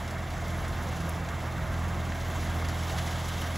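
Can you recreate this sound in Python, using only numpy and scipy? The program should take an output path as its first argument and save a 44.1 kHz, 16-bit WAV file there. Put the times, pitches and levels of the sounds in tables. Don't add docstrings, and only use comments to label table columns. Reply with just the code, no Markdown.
import sys
import numpy as np
from scipy import signal
from scipy.fft import rfft, irfft
from scipy.io import wavfile
from scipy.ndimage import uniform_filter1d

SR = 44100
rng = np.random.default_rng(int(sys.argv[2]) if len(sys.argv) > 2 else 0)


def to_linear_factor(level_db):
    exponent = np.asarray(level_db, float) / 20
    return 10 ** exponent


def bounce(signal):
    frames = np.transpose(np.atleast_2d(signal))
    limited = np.clip(frames, -1, 1)
    pcm = np.round(limited * 32767).astype(np.int16)
    wavfile.write(sys.argv[1], SR, pcm)


N = 157437


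def evened(x):
    return x / np.sqrt(np.mean(x ** 2) + 1e-20)


def read(points, hz):
    f, value = np.transpose(points)
    return np.interp(np.log(hz + 1), np.log(f + 1), value)


def curve(rows, axis=1):
    rows = np.array(rows)
    return np.interp(np.arange(N) / SR, rows[:, 0], rows[:, axis])


def colour(x, points):
    return irfft(rfft(x) * to_linear_factor(read(points, np.fft.rfftfreq(N, 1 / SR))), N)


def tone(hz):
    return np.sin(2 * np.pi * np.cumsum(hz) / SR)


def drift(top_hz):
    t = np.arange(0, N + 128, 128) / SR
    f = np.geomspace(.04, 1, num=24)[:, None] * top_hz
    waves = np.sin(2 * np.pi * (f * t + rng.random((24, 1)))) / f ** 0.218
    return np.interp(np.arange(N) / SR, t, evened(waves.sum(0)))


def patchy(points, patchy_db, flicker_db, size=512):
    frames, hz = 4 * N // size + 5, np.fft.rfftfreq(size, 1 / SR)
    a, b, patches = rng.standard_normal((frames, len(hz), 3)).T
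    patches = uniform_filter1d(patches, size=9, axis=0)
    patches = evened(uniform_filter1d(patches, size=12, axis=1))
    flicker = evened(uniform_filter1d(rng.standard_normal(frames), size=5))
    level_db = read(points, hz)[:, None] + patchy_db * patches + flicker_db * flicker
    z = (a + 1j * b) * to_linear_factor(level_db)
    return evened(signal.istft(z, nperseg=size, noverlap=3 * size // 4)[1][:N])


# time_s, firing_hz, load_db
ENGINE = [(0, 84.2, -39), (.35, 83.8, -38), (.55, 83.85, -35), (.8, 83.84, -35.5), (1.1, 83.76, -36),
          (1.3, 83.75, -37.5), (1.45, 83.8, -36), (1.55, 83.84, -36), (1.85, 83.65, -33),
          (2.15, 83.8, -34.5), (2.4, 83.7, -34), (2.65, 83.53, -31.5), (2.85, 83.4, -33.5),
          (2.95, 83.6, -35), (3.05, 83.76, -33), (3.3, 83.73, -36), (3.57, 83.76, -33.5)]


def engine():
    firings = np.cumsum(curve(ENGINE)) / SR
    return firings, curve(ENGINE, axis=2) + 34.5


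# multiple of firing rate, level_db, share of load followed, wobble_db
EXHAUST = [(.5, -44.5, .3, 2.5), (1, -34.5, 1.0, .3), (1.167, -55, .3, 3.0), (1.5, -41.8, .3, .8),
           (1.667, -59, .3, 2.0), (3, -60, .3, 3)]


def exhaust():
    firings, load_db = engine()
    out = np.zeros(N)
    for order, level_db, load_share, wobble_db in EXHAUST:
        gain = to_linear_factor(level_db + load_share * load_db + wobble_db * drift(9))
        out += gain * np.sign(order - 3 / 4) * np.sin(2 * np.pi * order * firings)
    return np.sqrt(2) * out


# pitch_hz, level_db (per Hz)
RUMBLE = [(26, -45), (36, -20), (52, 14), (75, 10.5), (110, 6), (170, 8.5), (260, 1), (400, -30)]
# pitch_hz, level_db (per Hz)
ROAR = [(250, -2), (450, -4), (900, -1.5), (1300, -4.5), (1900, -7), (2150, -7.5), (2500, -13.5),
        (3200, -43)]


def roar():
    firings, load_db = engine()
    rumble_db = -42.5 + 0.33 * load_db + 1.0 * drift(2.95)
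    rumble = to_linear_factor(rumble_db) * evened(colour(rng.standard_normal(N), RUMBLE))
    fan = to_linear_factor(-39.5) * patchy(ROAR, patchy_db=1.07, flicker_db=-0.1)
    body = fan + to_linear_factor(-2.5) * panels()
    puffs = 1 + .04 * np.cos(2 * np.pi * firings)
    return rumble + body * to_linear_factor(.2 * load_db) * puffs


def resonate(x, hz, width):
    b, a = signal.iirpeak(hz, hz / width, SR)
    return signal.lfilter(b, a, signal.lfilter(b, a, x))


# pitch_hz, width_hz, level_db
HOUSING = [(561.6, 34, -53.5), (643, 43, -49), (693.4, 45, -49.5), (754, 60, -50.5), (1048, 27, -55),
           (1152.5, 44, -53.5), (1249, 60, -53.5), (1432, 31, -59), (1602, 46, -53), (1794, 73, -57.5),
           (2122, 88, -55), (2700, 88, -58), (3573, 44, -64)]


def panels():
    knocks_per_s, knock_share = 40, 0.41
    out = np.zeros(N)
    for hz, width_hz, level_db in HOUSING:
        knocks = evened((rng.random(N) < knocks_per_s / SR) * rng.standard_normal(N))
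        shaking = rng.standard_normal(N) + knock_share * knocks
        out += to_linear_factor(level_db + 0.86 * drift(12)) * evened(resonate(shaking, hz, width_hz))
    return out


# pitch_hz, level_db, wander_hz, wobble_db
TONES = [(152.4, -57, 6, 3), (189, -55, 4, 2.5), (212, -57, 6, 2.5), (255, -58, 8, 2.5),
         (321.5, -55, 1.5, 1), (358.3, -64, 1.5, 3)]
# time_s, pitch_hz, level_db
CUTTER = [(.12, 167, -66), (.28, 165.5, -49), (.5, 166.1, -40.5), (.78, 167.3, -49), (1.02, 165.7, -43.5),
          (1.22, 167.5, -37.5), (1.42, 166.4, -52), (1.62, 166.1, -45.5), (2.0, 168.3, -41),
          (2.2, 166.9, -51), (2.4, 165.7, -40.5), (2.58, 165.2, -41.5), (2.68, 167.2, -51),
          (2.82, 166.5, -41.5), (3.02, 167.3, -44), (3.15, 167.3, -44.5), (3.5, 167, -44.5)]


def tones():
    out = to_linear_factor(curve(CUTTER, axis=2) + 1.9 * drift(25)) * tone(curve(CUTTER))
    for hz, level_db, wander_hz, wobble_db in TONES:
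        out += to_linear_factor(level_db + wobble_db * drift(6)) * tone(hz + wander_hz * drift(4))
    return np.sqrt(2) * out


# time_s, level_db
FEED = [(0.0, -52.5), (0.21, -55.5), (0.5, -52), (0.52, -53), (1.18, -52.5), (1.22, -56), (1.26, -53.5),
        (1.51, -55), (2.2, -52.5), (2.4, -49.5), (2.55, -50.5), (2.88, -48.5), (2.91, -44.5), (2.94, -48.5),
        (2.99, -45.5), (3.01, -48.5), (3.41, -47), (3.57, -49.5)]


def feed():
    return curve(FEED) + 50.5


# pitch_hz, level_db (per Hz)
RUSTLE = [(1500, -3), (2500, -2), (3300, 3.5), (4500, -4.5), (6200, -3), (9500, -9), (11200, -9.5),
          (15500, -18)]


def cane():
    chops_per_s, crackles_per_s = 21, 900
    feed_db = feed() + 1.2 * np.cos(2 * np.pi * np.cumsum(chops_per_s + 1.51 * drift(3.4)) / SR)
    rustle = to_linear_factor(-46) * patchy(RUSTLE, patchy_db=-0.77, flicker_db=0.1, size=256)
    clumps = to_linear_factor(5.0 * drift(30))
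    strength = to_linear_factor(2.8 * np.minimum(rng.exponential(1, N), 4))
    hits = (rng.random(N) < crackles_per_s / SR * clumps) * strength
    kind, t, crackle = rng.integers(0, 24, N), np.arange(200) / SR, np.zeros(N)
    for k, hz in enumerate(np.geomspace(2800, 15000, num=24)):
        grain = np.sin(2 * np.pi * hz * t) * t * hz * np.exp(-t * hz / 1.85)
        grain *= to_linear_factor(read(RUSTLE, hz)) * hz
        crackle += signal.oaconvolve(hits * (kind == k), grain)[:N]
    return to_linear_factor(feed_db) * (rustle + to_linear_factor(-55.5) * evened(crackle))


# start_s, peak_db, tilt_db (per octave), splinter_s
SNAPS = [(0.0752, -35, 1, 0.014), (0.106, -36, 1, 0.017), (0.1794, -38, -1, 0.013), (0.3016, -35, 0, 0.013),
         (0.3337, -34, -5, 0.013), (0.4363, -42, -6, 0.013), (0.4794, -35, 6, 0.014),
         (0.503, -38, 8, 0.013), (0.6432, -30, -9, 0.018), (0.6791, -36, 10, 0.013),
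         (0.7993, -40, -6, 0.01), (0.8879, -37, 1, 0.013), (0.967, -37, 5, 0.006),
         (1.0014, -32.5, 1, 0.014), (1.0909, -28, 15, 0.0087), (1.2857, -33, 0, 0.011),
         (1.7374, -34, -4, 0.017), (1.8799, -39, 5, 0.013), (2.1186, -29, -6.5, 0.013),
         (2.429, -27, -12, 0.014), (2.4556, -34, -17, 0.012), (2.6464, -28.5, -4, 0.012),
         (2.6834, -31, 2, 0.018), (2.8968, -28.5, -7, 0.013), (2.9814, -24.5, -2.5, 0.02),
         (3.074, -28, -4.5, 0.015), (3.1248, -28.5, -4, 0.012), (3.251, -42, 6, 0.013),
         (3.2815, -31, 4, 0.012), (3.4119, -31, 4, 0.013), (3.4394, -27, -10, 0.014),
         (3.5541, -28.5, -1.5, 0.012)]
# pitch_hz, level_db (per Hz)
CRACK = [(800, -18.5), (1800, 5), (3500, -1), (6000, -2), (11000, -6), (15500, -20.5)]


def snaps():
    rise_s, crack_s = 0.003, 0.004
    out, t = np.zeros(N + 4096), np.arange(4096) / SR
    hz = np.fft.rfftfreq(4096, 1 / SR)
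    for start_s, peak_db, tilt_db, splinter_s in SNAPS:
        noise, chance = rng.standard_normal(4096), rng.random(4096)
        splinters = uniform_filter1d(1. * (chance < 600 / SR), size=40) * 40
        spectrum_db = read(CRACK, hz) + tilt_db * np.log2(hz / 6000 + 0.11)
        burst = irfft(rfft(noise) * to_linear_factor(spectrum_db))
        crack = .7 * np.exp(-t / crack_s)
        splintering = (0.58 + .25 * splinters) * np.exp(-(t / splinter_s) ** 2)
        shape = np.minimum(t / rise_s, 1) * (crack + splintering)
        out[round(start_s * SR):][:4096] += to_linear_factor(peak_db - 9.5) * shape * evened(burst)
    return out[:N]


# start_s, length_s, from_hz, to_hz, level_db
SQUEAK = (2.912, .066, 620, 1000, -37.5)


def squeak():
    start_s, length_s, from_hz, to_hz, level_db = SQUEAK
    u = np.clip((np.arange(N) / SR - start_s) / length_s, 0, 1)
    gain = to_linear_factor(level_db + 2.2 * drift(150)) * np.sin(np.pi * u) ** .6
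    return gain * tone(from_hz + (to_hz - from_hz) * u)


# pitch_hz, level_db (per Hz)
LEAVES = [(4000, -25), (7000, -5), (9500, -5), (11200, 0), (13000, -3), (15500, -8)]


def leaves():
    sweep_db = 1.2 * feed() + 3.5 * drift(25)
    return to_linear_factor(-59 + sweep_db) * patchy(LEAVES, patchy_db=4.0, flicker_db=1.5, size=256)


# peak_s, length_s, level_db
GUSTS = [
    (.4, 0.078, -48),
    (0.698, 0.14, -42),
    (0.954, .08, -47),
    (1.63, .07, -41),
    (1.798, 0.069, -51),
    (1.998, 0.12, -44),
    (2.95, .05, -43),
    (3.3, .1, -54),
]
# pitch_hz, level_db (per Hz)
GUST = [(30, -45), (45, -8), (62, 7), (75, 2), (130, -10), (250, -44.5)]


def breeze():
    t = np.arange(N) / SR
    a, b = (evened(colour(rng.standard_normal(N), GUST)) for port in range(2))
    puffs = sum(to_linear_factor(level_db) * np.exp(-((t - peak_s) / length_s) ** 2)
                for peak_s, length_s, level_db in GUSTS)
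    return puffs * np.array([a + 0.45 * b, a - 0.33 * b])


# pitch_hz, level_db
FIELD = [(25, -22), (40, -16), (300, -22), (2200, -21), (2900, -22), (3600, -24), (4200, -45), (7000, -80)]


def scene():
    hz = np.fft.rfftfreq(N, 1 / SR)
    hum = exhaust() + tones()
    noise = roar() + cane() + leaves() + snaps() + squeak()
    notch_db = -5.5 / (1 + ((hz - 2464) / 47) ** 2)
    noise = irfft(rfft(noise) * to_linear_factor(notch_db), N)
    spread = colour(np.roll(noise, 9000) - np.roll(noise, 23000), FIELD)
    return np.array([hum + noise + spread, hum + noise - spread]) + breeze()


def roll_off(x):
    return signal.sosfilt(signal.butter(12, 16900, fs=SR, output="sos"), x)


# pitch_hz, level_db
SIDE_DB = [(40, 0.5), (130, -2.5), (330, -1), (550, -3), (770, -0.5), (1150, -3), (1800, -2), (2500, 0)]


def record(dry):
    hz = np.fft.rfftfreq(N, 1 / SR)
    twist = 2 * np.pi * np.maximum(hz - 6950, 0) / 4190
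    phase = twist - .3 * np.sin(2 * twist)
    left = to_linear_factor(read(SIDE_DB, hz) / 2) * np.exp(-.5j * phase)
    ports = irfft(rfft(dry) * np.array([left, 1 / left]) * (hz < 15760), N)
    return roll_off(ports)


dry = scene()
out = record(dry)
bounce(out)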